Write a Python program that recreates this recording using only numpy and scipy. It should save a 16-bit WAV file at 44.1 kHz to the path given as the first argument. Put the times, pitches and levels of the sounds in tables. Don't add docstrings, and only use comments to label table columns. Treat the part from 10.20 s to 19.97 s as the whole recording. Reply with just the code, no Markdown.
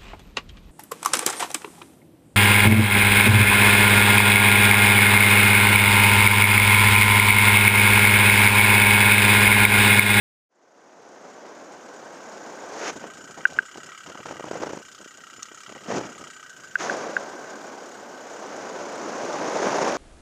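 import sys
import numpy as np
from scipy import signal
from scipy.fft import rfft, irfft, next_fast_len
from scipy.io import wavfile
from scipy.ndimage import uniform_filter1d, map_coordinates

SR = 44100
rng = np.random.default_rng(int(sys.argv[2]) if len(sys.argv) > 2 else 0)


def inscribe(sig):
    pcm = np.round(np.clip(np.atleast_2d(sig).T, -1, 1) * 32767)
    wavfile.write(sys.argv[1], SR, pcm.astype(np.int16))


def magnitude_from_level(level_db):
    exponent = np.asarray(level_db, float) / 20
    return 10 ** exponent


N = 430857

# (time [s], speed [turns/s])
CRANK_SPEED = [(0, 28), (.68, 32.63), (1.29, 31.78), (1.56, 37.48), (2.02, 36.99), (2.44, 29.8),
               (2.97, 28.22), (3.31, 32.5), (4.1, 36.53), (4.58, 31.16), (4.97, 31), (5.72, 35.9),
               (6.16, 31.71), (6.51, 26.06), (7.48, 36.91), (7.7, 35.71), (8.23, 30.65), (9.01, 30.21),
               (9.77, 23.03)]
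# (time [s], gain [dB] before each layer's own scaling)
BARKS = [(3.725, 5), (3.755, 2.5), (3.785, 1.5), (3.925, 1), (4.035, 2.5), (5.382, 2.5), (5.469, 3.5)]
ENGINE_LAYERS = {"silencer": (-61, 11.24, 0.5), "outlet": (-65.5, 9.6, 0.41), "rattle": (-54.5, 3.2, 0.047),
                 "hum": (-51.5, .1, .05)}
# (time [s], share [about 0-1], shake [dB])
EAR = [(0, .02, -3), (2.5, 0.02, -1), (2.8, 0.92, 0), (3.2, 1, 0.5), (3.75, 1.02, 0), (4.4, 1, -2.5),
       (4.9, 0.86, -3), (5.6, 0.96, -6), (6.05, 1.02, -2), (6.25, 0.82, 3.5), (6.55, 0.66, 0.5),
       (6.9, 0.04, 4.5), (7.6, .02, -1.5), (8.6, 0.64, 1), (9.77, 0.1, -15)]
# (frequency [Hz], width [Hz], level [dB])
SILENCER_PEAKS = [(1279, 134, 1.5), (1424, 110, -3), (1906, 68, -5.5), (2375, 73, -10)]
# (frequency [Hz], width [Hz], level [dB])
OUTLET_PEAKS = [(2800, 360, -0.5), (3210, 380, 0.5), (3490, 390, -6)]
# (frequency [Hz], width of one pass of two [Hz], level [dB])
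FIN_PEAKS = [(3740, 2700, -7), (4910, 380, -4.5), (5240, 68, -1.5), (5630, 770, -3), (6200, 210, 2),
             (6740, 530, 2.5), (7010, 49, 8.5), (7310, 1300, -5.5), (7780, 52, -1.5), (8270, 820, -11),
             (9200, 1900, -22.5), (12400, 6000, -39)]
# (frequency [Hz], width [Hz], level [dB])
HOUSING_NOTE = [(1530, 155, 0)]
# (time [s], peak level [dB])
TAPS = [(3.2531, -2.5), (3.3877, -5), (6.555, -9), (6.6967, -13.5), (6.9658, -9.5)]
# (frequency [Hz], relative level [dB], 60 dB decay [s])
HOUSING_MODES = [(1568, 12.5, 0.018), (1450, 2.5, 0.022), (680, -40, .02), (1940, -20, 0.012),
                 (2300, -22, .025), (2470, -28, .02), (2725, -9.5, 0.016)]
# (time [s], peak level [dB])
TICKS = [(5.2296, -20)]
# (frequency [Hz], relative level [dB], 60 dB decay [s])
TICK_MODES = [(5560, -1, 0.014), (6030, -2, .01), (6600, -2, 0.016), (7400, -10, 0.0081), (8400, -6, .008),
              (3650, -8, .012), (4560, -17, .008), (2780, -11, 0.016), (11000, -20, .006),
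              (13500, -26, .005)]
# (time [s], roar level [dB])
STREAM = [(0, -32), (.6, -36), (1.25, -35.5), (1.7, -39), (2.45, -38), (2.69, -32), (6.585, -32),
          (6.63, -30.5), (6.7, -28.5), (6.85, -33.5), (7.1, -38), (7.9, -42), (8.3, -36.5), (8.8, -34),
          (9.2, -28.5), (9.39, -27), (9.45, -23.5), (9.77, -25)]
# (start [s], hold [s], roar level [dB], spread of the eddies [dB])
GUSTS = [(2.71, 0.076, -45, 4.5), (2.816, 0.06, -39, 1.5), (2.927, 0.19, -49, 3.5),
         (3.178, 0.023, -42.5, 3), (3.24, 0.053, -47, 5), (3.328, 0.071, -40.5, 4.5),
         (3.562, 0.027, -46.5, 1), (3.63, 0.067, -51, 4.5), (3.87, 0.034, -45, 6), (3.933, .04, -47, 7),
         (3.968, 0.016, -40.5, 6), (4.063, .02, -41, 8), (4.11, 0.051, -40.5, 4), (4.194, .03, -45, 5),
         (4.251, .015, -44, 2), (4.283, 0.058, -34.5, 5.5), (4.358, 0.029, -38.5, 2),
         (4.412, 0.019, -35.5, 4.5), (4.472, 0.032, -34.5, 4), (4.54, 0.036, -39.5, 6.5),
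         (4.805, 0.019, -52, 6), (4.86, .01, -53, 9), (4.979, 0.016, -51, 12), (5.07, .01, -74, 5),
         (5.125, 0.015, -55, 5), (5.187, .01, -59, 12), (5.247, 0.0091, -53, 10), (5.32, .03, -52, 9),
         (5.485, .04, -46, 7.5), (5.546, 0.017, -44, 9), (5.613, .015, -46, 1), (5.663, 0.032, -39.5, 4),
         (5.712, 0.045, -29.5, 1.5), (5.765, 0.025, -29.5, 4), (5.814, 0.058, -36, 2),
         (5.892, 0.026, -45, 1), (5.973, 0.09, -46, 5), (6.208, 0.13, -68, -1), (6.36, 0.18, -56.5, 0)]
# (time [s], approach [s], retreat [s])
SKIMS = [(2.681, 0.076, 0.048), (6.6, 0.27, 0.047)]
# (time [s], level of the push [dB], pitch [Hz])
TIMED_POPS = [(2.8268, -39, 427), (2.842, -25.5, 540), (2.859, -36, 420), (3.1848, -31, 600),
              (3.559, -30, 620), (3.5819, -27.5, 430), (3.865, -35.5, 510), (3.9546, -27.5, 710),
              (3.993, -33, 410), (4.059, -21.5, 730), (4.111, -27.5, 520), (4.126, -28, 590),
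              (4.1587, -27.5, 520), (4.1985, -25, 510), (4.208, -27, 477), (4.243, -20.5, 574),
              (4.2849, -29, 560), (4.314, -18.5, 506), (4.334, -21, 580), (4.3562, -23.5, 550),
              (4.3728, -30, 560), (4.4183, -25, 437), (4.4359, -17, 660), (4.4706, -22, 588),
              (4.4938, -26, 520), (4.5095, -22, 500), (4.5345, -19.5, 400), (4.8057, -35.5, 370),
              (4.831, -41, 350), (4.8619, -35, 352), (4.988, -40, 450), (5.144, -44, 330),
              (5.184, -43, 400), (5.319, -38, 348), (5.5, -32, 520), (5.526, -31, 540), (5.554, -34, 318),
              (5.562, -35, 620), (5.705, -22, 500), (5.7232, -17, 448), (5.7926, -21, 550),
              (5.8123, -19, 580), (9.411, -22, 600), (9.452, -24, 500), (9.485, -18, 700),
              (9.526, -23, 550), (9.585, -15, 700), (9.675, -13, 600)]
# (frequency [Hz], relative density [dB per Hz])
ROAR_COLOUR = [(30, -68), (108, -24.5), (230, -6), (585, -1.5), (1000, -7), (1300, -11), (2000, -17.5),
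               (3000, -26.5), (5000, -32.5), (9000, -84)]
# (frequency [Hz], relative density [dB per Hz])
LEE_COLOUR = [(30, -49), (108, -12), (200, -1), (380, -0.5), (600, -6), (1000, -10), (2000, -17),
              (3000, -22), (9000, -70)]
# (frequency [Hz], relative density [dB per Hz])
THUMP_COLOUR = [(15, -37), (30, -24), (60, -12), (110, -5), (160, 1.5), (300, -58)]
# (frequency [Hz], relative density [dB per Hz])
HISS_COLOUR = [(1500, -10), (2700, -6), (4000, -6.5), (6100, 4), (6950, 1.5), (7500, -10), (8350, -16.5),
               (10000, -22.5), (11500, -35), (13000, -62), (15300, -37)]
# (frequency [Hz], relative density [dB per Hz])
SPIT_COLOUR = [(900, -32), (1800, 11), (3500, 1), (6000, 3.5), (7400, -18), (10500, -10), (12500, -25),
               (15000, -29)]
# (frequency [Hz], relative density [dB per Hz])
TEARING_COLOUR = [(710, -29), (1200, 0.5), (2020, -3), (4340, -14.5), (6600, -6), (8140, -31.5),
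                  (13000, -38)]
# (start [s], end [s])
FADE = (0.29, 2.7)

FIRING_TURNS = 0.165
AFTERKNOCK_S = 0.0066
IDLE_TURNS_PER_S = 32
CHAMBER_SPREAD_DB = 2
LEAVE_S, LEAVE_SWING_S = 2.71, 0.013
RETURN_S, RETURN_SWING_S = 6.585, 0.044
GUST_RISE_DB_PER_S, GUST_FALL_DB_PER_S, CALM_DB = 548, 409, -60.5
STEADY_SPREAD_DB, CALM_SPREAD_DB = 0.86, 1.5
STRONG_DB, ROUGHENS = -29.5, 0.22
LEE_SHARE = 0.71
TEARING_DB = 1
HISS_DB, EDGE_HISS_DB = -14, 7
LEE_HISS_DB, HISS_FALL_DB_PER_S = 0, 596
THUMP_DB, MIDDLING_DB, THUMP_FOLLOWS = -77.5, -40, 0.76
LEE_THUMP_DB, THUMP_SMOOTH_S = 20.5, 0.062
RANDOM_POPS, RANDOM_POP_DB, RANDOM_POP_HZ = 24, 2, 490
POP_FRONT_DB = 1.5
SPITS_PER_S, SPIT_DECAY_S = 260, 0.0012
CRACKLE_DB, CRACKLE_GROWS = -24, 0.59
TOP_HZ = 15300


def unit(x):
    return x / np.sqrt(np.mean(x ** 2) + 1e-20)


def noise():
    return rng.standard_normal(N)


def curves(rows):
    knots, *columns = np.transpose(rows)
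    return [np.interp(np.arange(N) / SR, knots, column) for column in columns]


def wobble(rate):
    knots = rng.standard_normal(int(N * rate / SR) + 4)
    return map_coordinates(knots, [np.arange(N) * rate / SR])


def filtered(x, response):
    m = next_fast_len(N + SR // 2)
    return irfft(rfft(x, m) * response(np.fft.rfftfreq(m, 1 / SR)), m)[:N]


def coloured(x, points):
    f, db = np.transpose(points)
    return filtered(x, lambda hz: magnitude_from_level(np.interp(np.log(hz + 1), np.log(f), db, -120, -120)))


def resonant(x, peaks, order=1):
    def response(f):
        total = 0
        for k, (centre, width, db) in enumerate(peaks):
            band = 1j * f * width
            total = total + (-1) ** k * magnitude_from_level(db) * band / (centre * centre - f * f + band)
        return total ** order
    return filtered(x, response)


def twice(x, peaks):
    return resonant(x, peaks, order=2)


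def engine():
    (speed,), (ear, shake_db) = curves(CRANK_SPEED), curves(EAR)

    def layer_db(name):
        forward_db, turned_db, rev_db = ENGINE_LAYERS[name]
        return forward_db + turned_db * ear + rev_db * (speed - IDLE_TURNS_PER_S)

    turn = np.cumsum(speed) / SR - FIRING_TURNS
    count = np.floor(turn).astype(int) + 1
    chance = rng.standard_normal((count.max() + 2, 3 + len(FIN_PEAKS) + len(SILENCER_PEAKS)))

    def burst(lag, fall_db, floor_db, size_db, after_db, smooth_s=0.00042):
        phase = turn - lag
        blast = magnitude_from_level(size_db[np.floor(phase).astype(int) + 1] - fall_db * (phase % 1))
        afterknock = magnitude_from_level(after_db) * np.roll(blast, int(AFTERKNOCK_S * SR))
        blast = np.maximum(blast, afterknock)
        swell = uniform_filter1d(blast, size=1 + int(smooth_s * SR))
        return (swell + magnitude_from_level(floor_db)) * noise()

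    uneven_db = 1.4 * chance
    bark_s, bark_db = np.transpose(BARKS)
    uneven_db[count[(bark_s * SR).astype(int)], :2] = bark_db[:, None]

    crack = np.diff(count, prepend=count[0]) * magnitude_from_level(uneven_db[count, 0])
    exhaust = magnitude_from_level(21) * crack + burst(.01, fall_db=46, floor_db=-19, size_db=uneven_db[:, 0], after_db=-7)
    outlet = magnitude_from_level(17) * crack + burst(0, fall_db=50, floor_db=-15, size_db=1.3 * uneven_db[:, 1], after_db=-4)

    voiced = np.zeros(N)
    for k, peak in enumerate(SILENCER_PEAKS):
        favour = magnitude_from_level(CHAMBER_SPREAD_DB * chance[count, -1 - k])
        voiced += (-1) ** k * resonant(exhaust * favour, [peak])
    muffled = filtered(voiced, lambda hz: (1j * hz / (1100 + 1j * hz) / (1 + 1j * hz / 3500)) ** 3)

    shaking = burst(0.019, fall_db=14, floor_db=-5, size_db=uneven_db[:, 2], after_db=1)
    hum = twice(shaking, HOUSING_NOTE)

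    clatter = magnitude_from_level(2.1 * wobble(250))
    shaken_db = 2.5 * chance[:, 3:] + 2.2 * chance[:, 2:3]
    rattle = np.zeros(N)
    for (hz, width, db), size_db in zip(FIN_PEAKS, shaken_db.T):
        shaking = burst(0, fall_db=34, floor_db=-13, size_db=size_db, after_db=0, smooth_s=.002)
        rattle += magnitude_from_level(db) * twice(clatter * shaking, [(hz, width, 0)])

    return (magnitude_from_level(layer_db("silencer")) * unit(muffled)
            + magnitude_from_level(layer_db("outlet")) * unit(twice(outlet, OUTLET_PEAKS))
            + magnitude_from_level(layer_db("rattle")) * unit(rattle)
            + magnitude_from_level(layer_db("hum") + shake_db) * unit(hum))


def struck(events, modes, attack):
    out, t = np.zeros(N + SR), np.arange(SR // 10) / SR
    ring = np.zeros(len(t))
    for k, (hz, db, t60) in enumerate(modes):
        ring += (-1) ** k * magnitude_from_level(db - 60 * t / t60) * np.sin(2 * np.pi * hz * t)
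    ring = ring * (1 - np.exp(-(t / attack) ** 2))
    for s, db in events:
        out[round(s * SR):][:len(t)] -= magnitude_from_level(db) * ring / np.abs(ring).max()
    return out[:N]


def knocks():
    return struck(TAPS, HOUSING_MODES, attack=.0008) + struck(TICKS, TICK_MODES, attack=.0003)


def head():
    t = np.arange(N) / SR
    left = np.clip((t - LEAVE_S) / LEAVE_SWING_S + .5, 0, 1)
    not_back = np.clip((RETURN_S - t) / RETURN_SWING_S + .5, 0, 1)
    edge = np.zeros(N)
    for s, approach, retreat in SKIMS:
        edge += np.exp(-(s - t).clip(0) / approach - (t - s).clip(0) / retreat)
    return left * not_back, edge


def gusts(fall_db_per_s=GUST_FALL_DB_PER_S):
    t = np.arange(0, N, 64) / SR
    start, hold, db, spread_db = np.transpose(GUSTS)[:, :, None]
    rise_db = GUST_RISE_DB_PER_S * (start - t).clip(0)
    fall_db = fall_db_per_s * (t - start - hold).clip(0)
    power = magnitude_from_level(2 * (db - rise_db - fall_db))
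    calm = magnitude_from_level(2 * CALM_DB)
    total = power.sum(0) + calm
    mean_spread_db = ((power * spread_db).sum(0) + calm * CALM_SPREAD_DB) / total
    return [np.interp(np.arange(N) / SR, t, v) for v in (10 * np.log10(total), mean_spread_db)]


def pops():
    half = SR // 50
    push, puff, t = np.zeros(N + SR), np.zeros(N + SR), np.arange(-half, half) / SR
    when, size, pitch = rng.random((RANDOM_POPS, 3)).T
    when = LEAVE_S + when * (RETURN_S - LEAVE_S)
    random_db = gusts()[0][(when * SR).astype(int)] + RANDOM_POP_DB + 6 * (size - .5)
    random_hz = RANDOM_POP_HZ * np.exp(.6 * (pitch - .5))
    slaps = [*TIMED_POPS, *np.transpose([when, random_db, random_hz])]
    for (s, db, hz), sign in zip(slaps, rng.standard_normal(len(slaps))):
        u = t * hz * np.pi * np.sqrt(2)
        body = (1 - u * u) * np.exp(-u * u / 2)
        front = magnitude_from_level(POP_FRONT_DB) * u * np.exp(-3 * u * u)
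        first = round(s * SR) - half
        push[first:][:len(t)] += magnitude_from_level(db) * np.sign(sign) * (body + front)
        puff[first:][:len(t)] += magnitude_from_level(db - 12.0) * np.exp(-(t / 0.0034) ** 2)
    roar = unit(coloured(noise(), ROAR_COLOUR))
    hiss = magnitude_from_level(HISS_DB) * unit(coloured(noise(), HISS_COLOUR))
    return push[:N] + puff[:N] * (roar + hiss)


def wind():
    (aside, edge), (gust_db, spread_db), (stream_db,) = head(), gusts(), curves(STREAM)
    roar_db = stream_db + aside * (gust_db - stream_db)
    facing_spread_db = STEADY_SPREAD_DB + ROUGHENS * (stream_db - STRONG_DB).clip(0)
    lumpy_db = (1 - aside) * facing_spread_db + aside * spread_db
    eddies_db = lumpy_db * unit(np.tanh(.2 * wobble(25) + .4 * wobble(70) + .4 * wobble(180)))
    lumps = magnitude_from_level(eddies_db - lumpy_db ** 2 * np.log(10) / 20)

    dull_share = LEE_SHARE * aside
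    facing = unit(coloured(noise(), ROAR_COLOUR))
    lee = unit(coloured(noise(), LEE_COLOUR))
    roar = (np.sqrt(1 - dull_share) * facing + np.sqrt(dull_share) * lee) * lumps

    lee_hiss_db = LEE_HISS_DB + gusts(HISS_FALL_DB_PER_S)[0] - gust_db
    hiss_db = HISS_DB + EDGE_HISS_DB * edge + aside * lee_hiss_db
    hiss = unit(coloured(noise(), HISS_COLOUR)) * lumps ** 1.14 * magnitude_from_level(hiss_db + 1.1 * wobble(150))

    hum = unit(twice(noise(), HOUSING_NOTE)) * magnitude_from_level(-18.0 + 1.7 * wobble(90))
    tearing = unit(coloured(noise(), TEARING_COLOUR)) * magnitude_from_level(TEARING_DB) * edge

    times, sizes = rng.random((int(SPITS_PER_S * N / SR), 2)).T
    spits = np.bincount((times * N).astype(int), sizes ** 2, N)
    decay = np.exp(-np.arange(SR // 50) / (SPIT_DECAY_S * SR))
    spits = signal.fftconvolve(spits, decay)[:N] * (1 - aside)
    crackle_db = CRACKLE_DB + CRACKLE_GROWS * (stream_db - STRONG_DB)
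    crackle = unit(coloured(noise() * spits, SPIT_COLOUR)) * magnitude_from_level(crackle_db)

    thump_db = THUMP_DB + THUMP_FOLLOWS * (roar_db - MIDDLING_DB) + LEE_THUMP_DB * aside
    thump_db = uniform_filter1d(thump_db, size=1 + int(THUMP_SMOOTH_S * SR))
    thump = unit(coloured(noise(), THUMP_COLOUR)) * magnitude_from_level(thump_db + 3.3 * wobble(22))
    return magnitude_from_level(roar_db) * (roar + hiss + hum + tearing + crackle) + thump


def scene():
    return (engine() + knocks() + pops() + wind())[None]


def low_pass(x):
    return signal.sosfilt(signal.butter(12, 16250, fs=SR, output="sos"), x)


def record(dry):
    hiss_colour = [(60, -12), (300, 0), (800, -1), (2000, -12), (11000, -19), (TOP_HZ, -17)]
    hiss = magnitude_from_level(-63.5) * unit(coloured(noise(), hiss_colour))
    start, end = FADE
    fade = np.clip((np.arange(N) / SR - start) / (end - start), 0, 1)
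    mix = filtered((dry[0] + hiss) * fade, lambda hz: hz < TOP_HZ)
    return low_pass(mix[None])


dry = scene()
out = record(dry)
inscribe(out)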